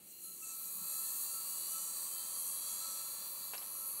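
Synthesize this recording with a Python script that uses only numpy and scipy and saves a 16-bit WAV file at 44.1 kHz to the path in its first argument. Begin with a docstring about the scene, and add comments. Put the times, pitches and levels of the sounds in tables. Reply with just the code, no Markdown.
"""A thin hiss rises as a hard disk spins up in a quiet room, close to a microphone half covered by a hand.
The spindle's rolling noise repeats more and more exactly each turn, so fine tones climb through the
fixed resonances of the case. The grip thuds softly; the case rings, sings in swells and pings.
The platters stir the air, the motor whines, and near the end the hand bumps the housing."""
import sys
import numpy as np
from scipy import signal
from scipy.fft import rfft, irfft, next_fast_len
from scipy.io import wavfile
from scipy.ndimage import uniform_filter1d

SR = 44100
rng = np.random.default_rng(int(sys.argv[2]) if len(sys.argv) > 2 else 0)


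def persist_wave(psi):
    """Save psi, clipped to +-1, as 16-bit WAV."""
    counts = np.round(np.clip(psi, -1, 1) * 32767).astype(np.int16)
    wavfile.write(sys.argv[1], SR, np.atleast_2d(counts).T)


N = 176400  # 4 s
TOP_HZ = 15730  # upper edge of the hiss and of the recorder


def undb(db):
    """Decibels to gain."""
    return 10 ** (np.asarray(db) / 20)


def unit(x):
    """Scale to an rms of 1."""
    return x / np.sqrt(np.mean(x ** 2))


def steady(x, samples):
    """Hold the running rms near 1."""
    return x / np.sqrt(uniform_filter1d(x ** 2, size=samples))


def curve(rows):
    """Join (t/s, value) rows by straight lines."""
    return np.interp(np.arange(N) / SR, *np.array(rows, float).T)


def swell(centre_s, half_s):
    """A bell-shaped rise and fall, down to 1/e at half_s either side."""
    return np.exp(-((np.arange(N) / SR - centre_s) / half_s) ** 2)


def strike(start_s, attack_s, decay_s):
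    """A quick rise and an exponential fall."""
    age = np.maximum(np.arange(N) / SR - start_s, 0)
    return np.minimum(age / attack_s, 1) * np.exp(-age / decay_s)


def walk(rate_hz):
    """Smooth random wandering with a spread near 1."""
    hold = int(SR / rate_hz)
    steps = rng.standard_normal(4096)[np.arange(N) // hold % 4096]
    return 1.337 * uniform_filter1d(uniform_filter1d(steps, hold), hold)


def tone(cycles):
    """A sine of rms 1 along a running count of cycles."""
    return np.sqrt(2) * np.sin(2 * np.pi * cycles)


def colour(x, rows):
    """Filter by an (f/Hz, level/dB) response and scale to an rms of 1."""
    hz, db = np.array(rows, float).T
    size = next_fast_len(N + 8192, True)
    freqs = np.maximum(np.fft.rfftfreq(size, 1 / SR), 1)
    gain = undb(np.interp(np.log(freqs), np.log(hz), db))
    cepstrum = irfft(np.log(gain), size)
    cepstrum[1:size // 2] *= 2  # minimum phase: ringing follows its cause
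    cepstrum[size // 2 + 1:] = 0
    response = np.exp(rfft(cepstrum, size))
    return unit(irfft(rfft(x, size) * response, size)[:N])


def band(x, lo_hz, hi_hz):
    """The part of a sound between two frequencies, at an rms of 1."""
    freqs = np.fft.rfftfreq(N, 1 / SR)
    return unit(irfft(rfft(x) * ((freqs >= lo_hz) & (freqs < hi_hz)), N))


def ringing(hz, width_hz):
    """One steep resonance shaken at random."""
    detuning = (np.fft.rfftfreq(N, 1 / SR) - hz) / width_hz
    return unit(irfft(rfft(rng.standard_normal(N)) / (1 + .5 * detuning ** 2) ** 2, N))


# Roughness of the running surfaces: cycles per turn, relative level/dB
ROUGHNESS = [(1, -3), (15, -4), (19, -8), (26, -10), (36, -12), (45, -7), (56, -1), (77, -2), (98, 0),
             (128, 1.5), (150, 1), (180, 1.5), (270, -3)]
# Distinct ripples on them: cycles per turn, level/dB over the roughness
RIPPLE_PEAKS = [(24, 12), (29, 9.5), (58, 4.5), (72, 6.5), (79, -1), (86, 5), (98, 8), (110, 4.5),
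                (127, 5.5), (134, 3), (141, 3.5), (161, 7.5), (173, 4.5), (181, 10.5)]
def surface(turns, count=270, size=8192, scatter_db=3):
    """A random rough ring, felt once round for every turn."""
    orders = np.arange(count)
    smooth_db = np.interp(orders, *np.array(ROUGHNESS).T)
    db = smooth_db + scatter_db * rng.standard_normal(count)
    for order, extra_db in RIPPLE_PEAKS:
        db[order] = smooth_db[order] + extra_db
    phases = np.exp(2j * np.pi * rng.random(count))
    profile = irfft(undb(db) * phases * (orders > 0), size)
    return unit(np.interp(turns % 1 * size, np.arange(size), profile))


# Part of the rolling noise that repeats every turn: t/s, share of power (0-1)
REPEAT_SHARE = [(0, .2), (.45, .35), (.7, .62), (1.5, .66), (2.4, .76), (3.2, .85), (4, .85)]
def rolling_noise(turns, flutter_turns=.0001, drift_share=.35, drift_hz=10):
    """The spindle rolls on rough surfaces: fresh noise gives way to a repeating, drifting pattern."""
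    angle = turns + flutter_turns * walk(53)
    drifting = unit(sum(walk(drift_hz) * surface(angle) for _ in range(3)))
    pattern = np.sqrt(1 - drift_share) * surface(angle) + np.sqrt(drift_share) * drifting
    share = curve(REPEAT_SHARE)
    return np.sqrt(share) * steady(pattern, 2048) + np.sqrt(1 - share) * rng.standard_normal(N)


def plate(x, tail_db=-17, decay_s=.006, size=2048):
    """Many close modes of the metal add a very short ringing tail."""
    tail = rng.standard_normal(size) * np.exp(-np.arange(size) / SR / decay_s)
    tail /= np.sqrt(np.sum(tail ** 2))
    return x + undb(tail_db) * signal.fftconvolve(x, tail)[:N]


# Resonances of the case, heard close up: f/Hz, relative level/dB
CASE_RESPONSE = [(200, -48), (700, -33.5), (1140, -20.5), (1250, -24), (1316, -12), (1480, -35.5),
                 (1790, -20.5), (2020, -34.5), (2680, -21.5), (2970, -36), (3340, -19), (3618, -25.5),
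                 (3761, -17), (3819, -26), (4106, -6), (4249, -11), (4622, -6), (4737, -20.5), (4823, -20),
                 (4950, -42), (5350, -42.5), (5541, -20.5), (5713, -20), (5886, -7.5), (6058, -17.2),
                 (6202, -28), (6270, -11.5), (6400, -12.5), (6546, -16.5), (6661, -3.5), (6948, -12.2),
                 (7063, -14), (7235, -13.5), (7465, -7.5), (8096, -8.4), (8355, -2), (8585, -10),
                 (9044, -8), (9216, -8), (10106, -2), (10479, -6.5), (10680, -17), (10853, -10.5),
                 (11427, 0.5), (12059, -10), (12317, -21), (12450, -16), (12690, -10), (12977, -21),
                 (13090, -11), (13130, -3), (13175, -11), (13220, -5), (13300, -11), (13695, -7),
                 (13954, -16), (14068, -24), (14200, -5), (14384, -12), (15303, -11), (15676, -7)]
# Hiss at the microphone in four bands, lowest first, before each band's trim: t/s, level/dB
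RING_BAND = [(0.0, -73), (0.05, -73.5), (0.31, -68), (0.39, -68.5), (0.51, -60), (0.77, -60), (0.9, -55),
             (2.48, -56), (2.75, -53.5), (2.92, -52), (3.05, -55), (3.42, -55.5), (3.55, -59.5),
             (3.75, -60.5), (4.0, -58)]
LOW_BAND = [(0.0, -70), (0.12, -55.5), (0.13, -61.5), (0.29, -56), (0.36, -55), (0.51, -48.5),
            (0.58, -53.5), (0.82, -49.5), (0.97, -46), (1.51, -47.5), (2.12, -45), (2.17, -47.5),
            (2.84, -46), (3.71, -56.5), (3.81, -52), (4.0, -54.5)]
MID_BAND = [(0.0, -63), (0.08, -59), (0.19, -59.5), (0.24, -49.5), (0.38, -53.5), (0.56, -46),
            (0.81, -47.5), (0.89, -44.5), (1.2, -42.5), (1.45, -45.5), (1.71, -44), (2.27, -46),
            (2.43, -42), (3.13, -47), (3.17, -48), (3.65, -47.5), (3.83, -43), (4.0, -44)]
TOP_BAND = [(0.0, -68), (0.18, -58), (0.47, -58), (0.55, -54), (0.75, -49), (0.9, -51), (1.15, -47.5),
            (1.7, -51.5), (2.2, -53), (2.47, -52), (2.72, -54), (2.92, -54.5), (2.98, -52), (3.14, -52),
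            (3.29, -50), (3.65, -56), (3.85, -54.5), (4.0, -55)]
def spindle_hiss(turns, rub_width_turns=.044, rub_waver=.2, flicker_db=.84):
    """Rolling noise rings through the case; each band throbs at its own spot of the turn."""
    rolling = plate(rolling_noise(turns))
    edges_hz = 0, 5250, 9000, 12400, TOP_HZ
    levels = RING_BAND, LOW_BAND, MID_BAND, TOP_BAND
    trims_db, rubs_db = (1, 0, .5, 2.5), (4.9, 2.5, 1.8, 1.5)
    hiss = 0
    for lo, hi, level, trim_db, rub_db in zip(edges_hz, edges_hz[1:], levels, trims_db, rubs_db):
        from_spot = (turns + .19 * rng.random()) % 1 - .5
        rub = np.exp(-(from_spot / rub_width_turns) ** 2) * (1 + rub_waver * walk(5))
        through_case = colour(rolling * undb(rub_db * rub), CASE_RESPONSE)
        gain = undb(curve(level) + trim_db + flicker_db * walk(25.18))
        hiss = hiss + steady(band(through_case, lo, hi), 8192) * gain
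    return hiss


# The quiet room behind the disk: f/Hz, relative level/dB
ROOM_SPECTRUM = [(20, -42), (50, -28), (70, -16.5), (100, -8.5), (145, -7.5), (178, 2), (230, -3),
                 (300, -5), (450, -7), (800, -13.5), (1600, -21), (2800, -9.5), (3600, -20), (15000, -34)]
def room_tone(noise_db=-68.5, hum_hz=353.2, hum_db=-79, waver_hz=4, waver_db=2):
    """Low room noise with a faint wavering hum."""
    pitch_hz = hum_hz + waver_hz * walk(14)
    hum = tone(np.cumsum(pitch_hz) / SR) * undb(hum_db + waver_db * walk(9))
    return colour(rng.standard_normal(N), ROOM_SPECTRUM) * undb(noise_db) + hum


# The grip, right at the microphone: centre t/s, half length/s, level/dB
GRIP_THUDS = [(.03, 0.053, -71), (0.807, 0.065, -66)]
def grip_thuds():
    """The hand's grip makes two dull, soft-edged thuds."""
    envelope = sum(undb(db) * swell(s, half) for s, half, db in GRIP_THUDS)
    return ringing(hz=185, width_hz=58) * envelope


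# High rings of the case at the start: centre t/s, half length/s, f/Hz, width/Hz, level/dB
CASE_RINGS = [(0.24, 0.13, 2850, 130, -72), (0.15, 0.059, 4170, 100, -67), (.29, 0.062, 4170, 82, -58.5),
              (0.3, 0.077, 6730, 110, -60.5), (0.29, 0.097, 10100, 130, -58)]
def case_rings():
    """The case rings briefly as the spindle gets going."""
    return sum(ringing(hz, width) * swell(s, half) * undb(db) for s, half, hz, width, db in CASE_RINGS)


# Swells of the singing case: centre t/s, half length/s, level/dB
SONG_SWELLS = [(0.286, 0.046, -69), (0.432, 0.019, -64.5), (0.511, 0.062, -62), (0.65, 0.096, -68.5),
               (0.834, 0.051, -70), (0.99, 0.16, -63), (1.37, 0.056, -58), (1.542, 0.051, -64),
               (1.765, 0.029, -55), (1.88, 0.076, -64.5), (2.25, 0.11, -67.5), (2.69, 0.041, -69),
               (2.882, 0.095, -58), (3.02, 0.067, -65), (3.83, 0.055, -60)]
def singing_case(hz=1316, waver_hz=8.97):
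    """One sharp resonance of the case swells and fades, its pitch wavering slightly."""
    envelope = sum(undb(db) * swell(s, half) for s, half, db in SONG_SWELLS)
    pitch_hz = hz + waver_hz * walk(30)
    return tone(np.cumsum(pitch_hz) / SR) * envelope


# Faint pings of the case: t/s, level/dB, decay/s
CASE_PINGS = [(.423, -57, 0.04), (.49, -69, 0.056), (1.735, -66, 0.026)]
def case_pings(attack_s=.004):
    """A narrow resonance of the case starts suddenly and dies away."""
    envelope = sum(undb(db) * strike(s, attack_s, decay) for s, db, decay in CASE_PINGS)
    return ringing(hz=2645, width_hz=25) * envelope


# Colour of the stirred air: f/Hz, relative level/dB
RUSH_SPECTRUM = [(250, -29.5), (450, -12.5), (560, 1), (640, -9), (760, -11.5), (920, 0.5), (1050, -1.5),
                 (1150, 6), (1260, -9.5), (1480, -12), (1780, -14), (2000, -13.5), (2600, -9.5),
                 (4000, -19)]
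# Its strength at the microphone: t/s, level/dB
RUSH_LEVEL = [(0, -99), (.5, -71), (.9, -62), (1.3, -62), (2, -61), (2.9, -60), (3.4, -62), (4, -61)]
def platter_air():
    """The platters stir the air into a soft rush that grows for a second, then holds."""
    return colour(rng.standard_normal(N), RUSH_SPECTRUM) * undb(curve(RUSH_LEVEL))


# The motor's whine, close up: t/s, level/dB
WHINE_LEVEL = [(0, -110), (.4, -85), (.6, -73), (.95, -69.5), (1.2, -72.5), (1.65, -68.5), (2.0, -73),
               (2.3, -69.5), (2.8, -68), (3.15, -72.5), (3.45, -78), (3.6, -84), (4, -86)]
def motor(speed, turns, cycles_per_turn=36, waver_db=2, unbalance_db=-79.5, unbalance_power=3.2):
    """The poles whine at a multiple of the spin rate; unbalance hums at that rate, louder with speed."""
    whine = tone(cycles_per_turn * turns) * undb(curve(WHINE_LEVEL) + waver_db * walk(16))
    hum = tone(turns) * undb(unbalance_db) * (speed / speed.max()) ** unbalance_power
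    return whine + hum


# Hand on the housing, near the microphone: t/s, body level/dB, decay/s, tick level/dB, tick f/Hz
HOUSING_BUMPS = [(3.5344, -42, 0.0046, -50, 2600), (3.541, -50, 0.008, -56, 5900),
                 (3.5504, -48.5, 0.0049, -55, 1600), (3.5794, -49, 0.0023, -42, 5100),
                 (3.616, -52, 0.0032, -64, 1100), (3.626, -57, 0.003, -51.5, 3300)]
# Body of a bump, before the low cut: f/Hz, relative level/dB
BUMP_SPECTRUM = [(40, -62), (250, -17), (420, -8), (620, 1), (900, -2), (1500, -5), (2800, -4.5),
                 (4000, -9), (7000, -23), (14000, -36)]
def hand_bumps(attack_s=.00065, tail_db=-19, tail_s=.039, low_cut_hz=300):
    """The hand knocks the housing in a quick, dry cluster, each bump with a tick of its own pitch."""
    body_envelope = ticks = 0
    for s, db, decay, tick_db, tick_hz in HOUSING_BUMPS:
        fall = strike(s, attack_s, decay) + undb(tail_db) * strike(s, attack_s, tail_s)
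        body_envelope = body_envelope + undb(db) * fall
        ticks = ticks + undb(tick_db) * fall * ringing(tick_hz, width_hz=800)
    body = colour(rng.standard_normal(N), BUMP_SPECTRUM) * body_envelope
    low_cut = signal.butter(2, low_cut_hz, "high", fs=SR, output="sos")
    return signal.sosfilt(low_cut, body + ticks)


# The spindle gathering speed: t/s, f/Hz (turns per second)
SPIN_RATE = [(0.0, 58.11), (0.5, 65.56), (1.0, 72.63), (1.5, 79.16), (2.0, 85.03), (2.5, 90.23),
             (3.0, 94.85), (3.5, 99.03), (4.0, 103.02)]
def scene():
    """Disk, hand and room reach one close microphone, the same in both channels."""
    speed = curve(SPIN_RATE)
    turns = np.cumsum(speed) / SR
    mono = spindle_hiss(turns) + room_tone() + grip_thuds()
    mono += case_rings() + singing_case() + case_pings()
    mono += platter_air() + motor(speed, turns) + hand_bumps()
    return np.array([mono, mono])


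def record(dry):
    """The recorder cuts the top steeply."""
    return signal.sosfilt(signal.ellip(12, .1, 70, TOP_HZ, fs=SR, output="sos"), dry)


dry = scene()
out = record(dry)
persist_wave(out)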